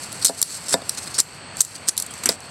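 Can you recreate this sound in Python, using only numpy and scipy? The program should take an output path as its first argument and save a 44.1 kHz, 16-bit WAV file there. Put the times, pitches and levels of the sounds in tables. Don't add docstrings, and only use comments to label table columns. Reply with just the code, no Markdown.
import sys
import numpy as np
from scipy import signal
from scipy.fft import rfft, irfft
from scipy.io import wavfile
from scipy.ndimage import uniform_filter1d, minimum_filter1d

SR = 44100
rng = np.random.default_rng(int(sys.argv[2]) if len(sys.argv) > 2 else 0)


def generate_wav(sig):
    pcm = np.round(np.clip(np.atleast_2d(sig).T, -1, 1) * 32767).astype(np.int16)
    wavfile.write(sys.argv[1], SR, pcm)


N = 110250


def from_db(db):
    return 10 ** (np.asarray(db) / 20)


def unit_rms(x):
    return x / np.sqrt(np.mean(x ** 2) + 1e-20)


def since(start_s):
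    return np.arange(N) / SR - start_s


def decay(start_s, decay_s):
    t = since(start_s)
    return (t >= 0) * np.exp(-np.clip(t / decay_s, 0, 60))


def colour(x, spectrum, size=2048):
    hz, db = np.transpose(spectrum)
    bins_hz = np.maximum(np.fft.rfftfreq(size, 1 / SR), 1)
    gain = from_db(np.interp(np.log(bins_hz), np.log(hz), db))
    cepstrum = irfft(np.log(gain))
    cepstrum[1:size // 2] *= 2
    cepstrum[size // 2 + 1:] = 0
    response = irfft(np.exp(rfft(cepstrum)))
    return signal.fftconvolve(x, response / np.linalg.norm(response))[:len(x)]


def ring(x, hz, t60_s):
    r, w = from_db(-60 / (t60_s * SR)), 2 * np.pi * hz / SR
    return signal.lfilter([0, np.sin(w)], [1, -2 * r * np.cos(w), r * r], x + 1e-18)


def smooth(x, time_s):
    r = np.exp(-1 / (time_s * SR))
    return signal.lfilter([1 - r], [1, -r], x + 1e-18)


def wander(time_s):
    return unit_rms(smooth(rng.standard_normal(N), time_s))


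def grains(per_s, spread_db, size=N):
    heights = from_db(spread_db * np.minimum(rng.exponential(1, size), 4))
    signs = rng.choice([-1, 1], size)
    return unit_rms(heights * signs * (rng.random(size) < per_s / SR))


# frequency in Hz, relative level in dB.
AIR_SPECTRUM = [(25, -44), (55, -8), (100, 3.5), (160, 2), (350, -4.5), (600, -3), (1400, -4), (2100, -6.5),
                (2650, -5.5), (3500, -12.5), (8500, -23.5), (15500, -73)]


def outdoor_air(level_db=-39):
    return from_db(level_db) * colour(rng.standard_normal(N), AIR_SPECTRUM)


# pitch in Hz, level in dB, pulses per second, pitch sweep in Hz,
# half bandwidth in Hz, pulse depth from 0 to 1.
INSECT_BUZZES = [(8200, -47, 180, 600, 290, 0), (4440, -47, 87, 150, 240, 0.2)]


def insects(jitter=0.091):
    out = np.zeros(N)
    for hz, db, per_s, sweep_hz, half_band_hz, depth in INSECT_BUZZES:
        beat = 2 * np.pi * np.cumsum(per_s * (1 + jitter * wander(2 / per_s))) / SR
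        phase = 2 * np.pi * np.cumsum(hz + sweep_hz / 2 * np.sin(beat)) / SR
        lowpass = signal.butter(4, half_band_hz, fs=SR, output="sos")
        in_phase, quadrature = signal.sosfilt(lowpass, rng.standard_normal((2, N)))
        band = in_phase * np.cos(phase) + quadrature * np.sin(phase)
        out += from_db(db) * unit_rms((1 - depth * np.cos(beat)) * band)
    return out


# time in seconds, level in dB.
RUSTLE_LEVELS = [(0, -37.5), (.2, -43.5), (.4, -31.5), (.8, -42), (1.02, -36.5), (1.3, -44), (1.5, -70),
                 (1.598, -32.5), (1.85, -46), (2.5, -44)]
# frequency in Hz, relative level in dB.
FIBRE_SPECTRUM = [(1500, -32.5), (3100, -16), (4400, -2), (6200, -4), (6900, -7), (7600, 2.5), (8500, 3),
                  (9400, -9), (10400, -6.5), (12000, -12), (14000, -27)]


def rustle(clump_db=3.5, clump_s=0.015):
    level_db = np.interp(since(0), *np.transpose(RUSTLE_LEVELS)) + clump_db * wander(clump_s)
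    return colour(grains(per_s=6600, spread_db=-0.5) * from_db(level_db), FIBRE_SPECTRUM)


# start in seconds, length in seconds, pitch in Hz, level in dB.
FIBRE_SQUEAKS = [(0.672, 0.066, 5340, -36.5), (0.719, 0.015, 10340, -28), (1.157, 0.019, 5400, -32),
                 (1.183, 0.01, 8400, -11), (2.09, .038, 3230, -41)]
STICK_SLIP_DB = 1.5


def squeaks(waver_hz=110, waver_s=0.00096):
    out = np.zeros(N)
    for start_s, length_s, hz, db in FIBRE_SQUEAKS:
        progress = np.clip(since(start_s) / length_s, 0, 1)
        swell = np.sqrt(np.abs(np.sin(np.pi * progress)))
        phase = 2 * np.pi * np.cumsum(hz + waver_hz * wander(waver_s)) / SR
        out += from_db(db + STICK_SLIP_DB * wander(waver_s)) * swell * np.sin(phase)
    return out


def with_strands(x, t60_s, db, range_hz=(3996, 10910), count=5):
    rings = sum(ring(x, hz, t60_s) for hz in rng.uniform(*range_hz, count))
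    return x + from_db(db) * np.std(x) * unit_rms(rings)


# start in seconds, length in seconds, level in dB, swell in dB, wood in dB re WOOD_DB.
RIND_TEARS = [(0.212, 0.028, -29.5, 1, 4), (0.249, 0.047, -16, -8.5, -1), (0.484, 0.067, -32, 3, 3.5),
              (0.682, 0.079, -28.5, -7, 1.5), (0.72, 0.018, -21, 6, 8.5), (0.972, 0.018, -28, -3, 7.5),
              (1.067, 0.016, -33, -1, 8.5), (1.139, 0.033, -31, -3, -4), (1.18, 0.031, -18, -1, 4.5),
              (1.75, 0.014, -31.5, -2, 8), (1.872, 0.022, -20.5, 21.5, 3.5), (1.977, 0.03, -32, -4, -20),
              (2.293, 0.067, -29, -29, 11)]
# frequency in Hz, relative level in dB.
WOOD_SPECTRUM = [(110, -12.5), (240, 10.5), (700, -6), (1400, 4), (2300, 3.5), (3200, -2), (5000, -24.5)]
WOOD_DB = -16


def tears(edge_s=0.002, size=6000):
    out, t = np.zeros(N + size), np.arange(size) / SR
    for start_s, length_s, db, swell_db, wood_db in RIND_TEARS:
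        slips = unit_rms(smooth(smooth(rng.standard_normal(size), edge_s), edge_s))
        stroke_db = db + swell_db * (np.minimum(t / length_s, 1) - 0.5)
        stroke = smooth((t < length_s) * from_db(stroke_db), edge_s)
        breaks = from_db(STICK_SLIP_DB * slips) * grains(per_s=3000, spread_db=3.5, size=size)
        crackle = np.sqrt(np.mean(stroke ** 2)) * unit_rms(stroke * breaks)
        fibres = with_strands(colour(crackle, FIBRE_SPECTRUM), t60_s=0.025, db=-3)
        wood = from_db(WOOD_DB + wood_db) * colour(crackle, WOOD_SPECTRUM)
        start = int(start_s * SR)
        out[start:start + size] += fibres + wood
    return out[:N]


# start in seconds, clack gain in dB, knock gain in dB, knock cutoff in Hz.
CHOP_BLOWS = [(.2953, -45, -12, 1500), (.7404, -8, -6, 2970), (.819, -33, -27.5, 900),
              (2.2907, -0.5, -5.5, 760)]
# frequency in Hz, relative level in dB, T60 in seconds.
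STALK_MODES = [(181.6, -15.5, 0.11), (269.4, -14, 0.13), (422, -4.5, 0.048), (523, -3.5, 0.05),
               (676.6, -8, 0.11), (966, -8.5, 0.057), (1430, -8, 0.018), (1752, -17.5, 0.1)]
# frequency in Hz, relative level in dB.
CLACK_SPECTRUM = [(1300, -41), (2000, -2.5), (3000, -23), (3700, 11), (4050, -4.5), (4600, 4.5),
                  (5200, 5.5), (6600, -18), (8000, 6.5), (9500, -20), (11000, 0.5), (13000, -24)]
THUD_SPECTRUM = [(60, -38), (190, -5), (480, 0.5), (750, 4.5), (1000, -6), (1600, -8.5), (3000, -27.5)]


def chops(bite_db=-11, contact_db=9, thud_db=-9, settle_db=-10.5):
    clacks, knocks = np.zeros(N), np.zeros(N)
    for start_s, clack_db, knock_db, cutoff_hz in CHOP_BLOWS:
        bite = from_db(bite_db) * decay(start_s, 0.00041)
        clacks += from_db(clack_db) * (decay(start_s, 0.0034) + bite)
        blow = np.zeros(N)
        blow[int(start_s * SR)] = 1
        stalk = sum((-1) ** k * from_db(db) * ring(blow, hz, t60_s)
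                    for k, (hz, db, t60_s) in enumerate(STALK_MODES))
        settle = from_db(settle_db) * decay(start_s, 0.035)
        thud = from_db(thud_db) * (decay(start_s, 0.006) + settle) * rng.choice([-1, 1], N)
        pile = colour(from_db(contact_db) * blow + thud, THUD_SPECTRUM)
        lowpass = signal.butter(2, cutoff_hz, fs=SR, output="sos")
        knocks += from_db(knock_db) * signal.sosfilt(lowpass, stalk + pile)
    return knocks + colour(clacks * rng.choice([-1, 1], N), CLACK_SPECTRUM)


# start in seconds, level in dB, decay in ms, wood in dB re WOOD_DB, splinter pitch in Hz.
RIND_CRACKS = [(0.127, -19.5, 1.2, -17, 9800), (0.2465, 0, 1.4, -23, 8400), (0.249, 2.5, 5.4, -17, 7770),
               (0.2595, 1.5, 2.6, -30, 8300), (0.2692, 3.5, 0.8, -22, 4440),
               (0.416, -0.5, 1.24, -22, 10540), (0.4266, 3, 1.77, -31, 7560), (0.7256, -18, 1.2, 3, 8000),
               (0.8933, -6, 1.8, -44, 5650), (1.2007, -2, 1.6, -9, 7960), (1.2024, 0.5, 1.54, -12, 7900),
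               (1.5699, -14, 0.43, -3, 8100), (1.605, -3.5, 2.3, -49, 6670), (1.6079, 7.5, 1.34, -47, 8450),
               (1.614, 3, 2.6, -39, 7530), (1.6488, -10.5, 1.6, -28, 8600), (1.886, -1, 1.5, -7.5, 6560),
               (1.9672, -17.5, 1.3, -16, 7700), (1.9773, -3.5, 1.7, -28, 10350),
               (1.9997, -7.5, 1.2, -16, 7600), (2.0225, -11.5, 2.2, -14, 8560), (2.063, -22.5, 3, -8, 8500),
               (2.106, -30, 7.3, -12, 9100), (2.138, -23.5, 1.4, -12, 6400), (2.178, -29.5, 1.9, -13, 8200),
               (2.2351, -19, 4.8, 7, 7300), (2.2568, -4.5, 5.1, 4.5, 6180), (2.267, -24, 10.3, 21, 7800),
               (2.2885, -6.5, 1.7, -13, 10900), (2.404, -27, 1.9, -6, 6200)]
# frequency in Hz, relative level in dB.
RIND_SPECTRUM = [(1500, -55), (3300, -9.5), (3900, -4.5), (4250, -3), (4600, -4), (5050, -9), (5900, -1),
                 (6800, -4), (7400, 5.5), (8500, 5.5), (9400, -0.5), (10000, -0.5), (10900, -5.5),
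                 (11800, -0.5), (14000, -22.5), (15500, -31.5)]
SPLINTER_DB, SPLINTER_Q = -3.5, 22


def cracks(rise_share=0.17, grain_db=4.5, tail_db=-24.5, tail_s=0.022, size=4096):
    out, t = np.zeros(N + size), np.arange(size) / SR
    for start_s, db, decay_ms, wood_db, splinter_hz in RIND_CRACKS:
        age = t * 1e3 / decay_ms
        rise = 1 - np.exp(-(age / rise_share) ** 2)
        envelope = rise * (np.exp(-age) + from_db(tail_db) * np.exp(-t / tail_s))
        breaks = envelope * rng.choice([-1, 1], size) * from_db(grain_db * rng.standard_normal(size))
        rind = with_strands(unit_rms(colour(breaks, RIND_SPECTRUM)), t60_s=0.0079, db=-5.5)
        splinter_t60_s = SPLINTER_Q * np.log(1000) / (np.pi * splinter_hz)
        splinter = from_db(SPLINTER_DB) * unit_rms(ring(breaks, splinter_hz, splinter_t60_s))
        wood = from_db(WOOD_DB + wood_db) * unit_rms(colour(breaks, WOOD_SPECTRUM))
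        snap = unit_rms(rind + splinter) + wood
        start = int(start_s * SR)
        out[start:start + size] += from_db(db) * np.sqrt(np.mean(envelope ** 2)) * snap
    return out[:N]


def scene():
    air = outdoor_air()
    knife_work = cracks() + tears() + squeaks() + chops()
    return (knife_work + rustle() + insects() + air)[None]


def record(dry, threshold_db=-11, slope=0.9, attack_s=0.002, release_s=0.11, cutoff_hz=15900):
    level_db = 10 * np.log10(np.maximum(uniform_filter1d(dry[0] ** 2, size=32), 1e-12))
    wanted_db = slope * np.maximum(level_db - threshold_db, 0)
    recovery = np.exp(since(0) / release_s)
    duck_db = np.maximum.accumulate(wanted_db * recovery) / recovery
    ducked = dry * from_db(-smooth(duck_db, attack_s))
    safe_gain = 1 / np.maximum(np.abs(ducked), 1)
    limiter_gain = uniform_filter1d(minimum_filter1d(safe_gain, size=17), size=17)
    lowpass = signal.ellip(10, 0.1, 70, cutoff_hz, fs=SR, output="sos")
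    return signal.sosfilt(lowpass, ducked * limiter_gain)


dry = scene()
out = record(dry)
generate_wav(out)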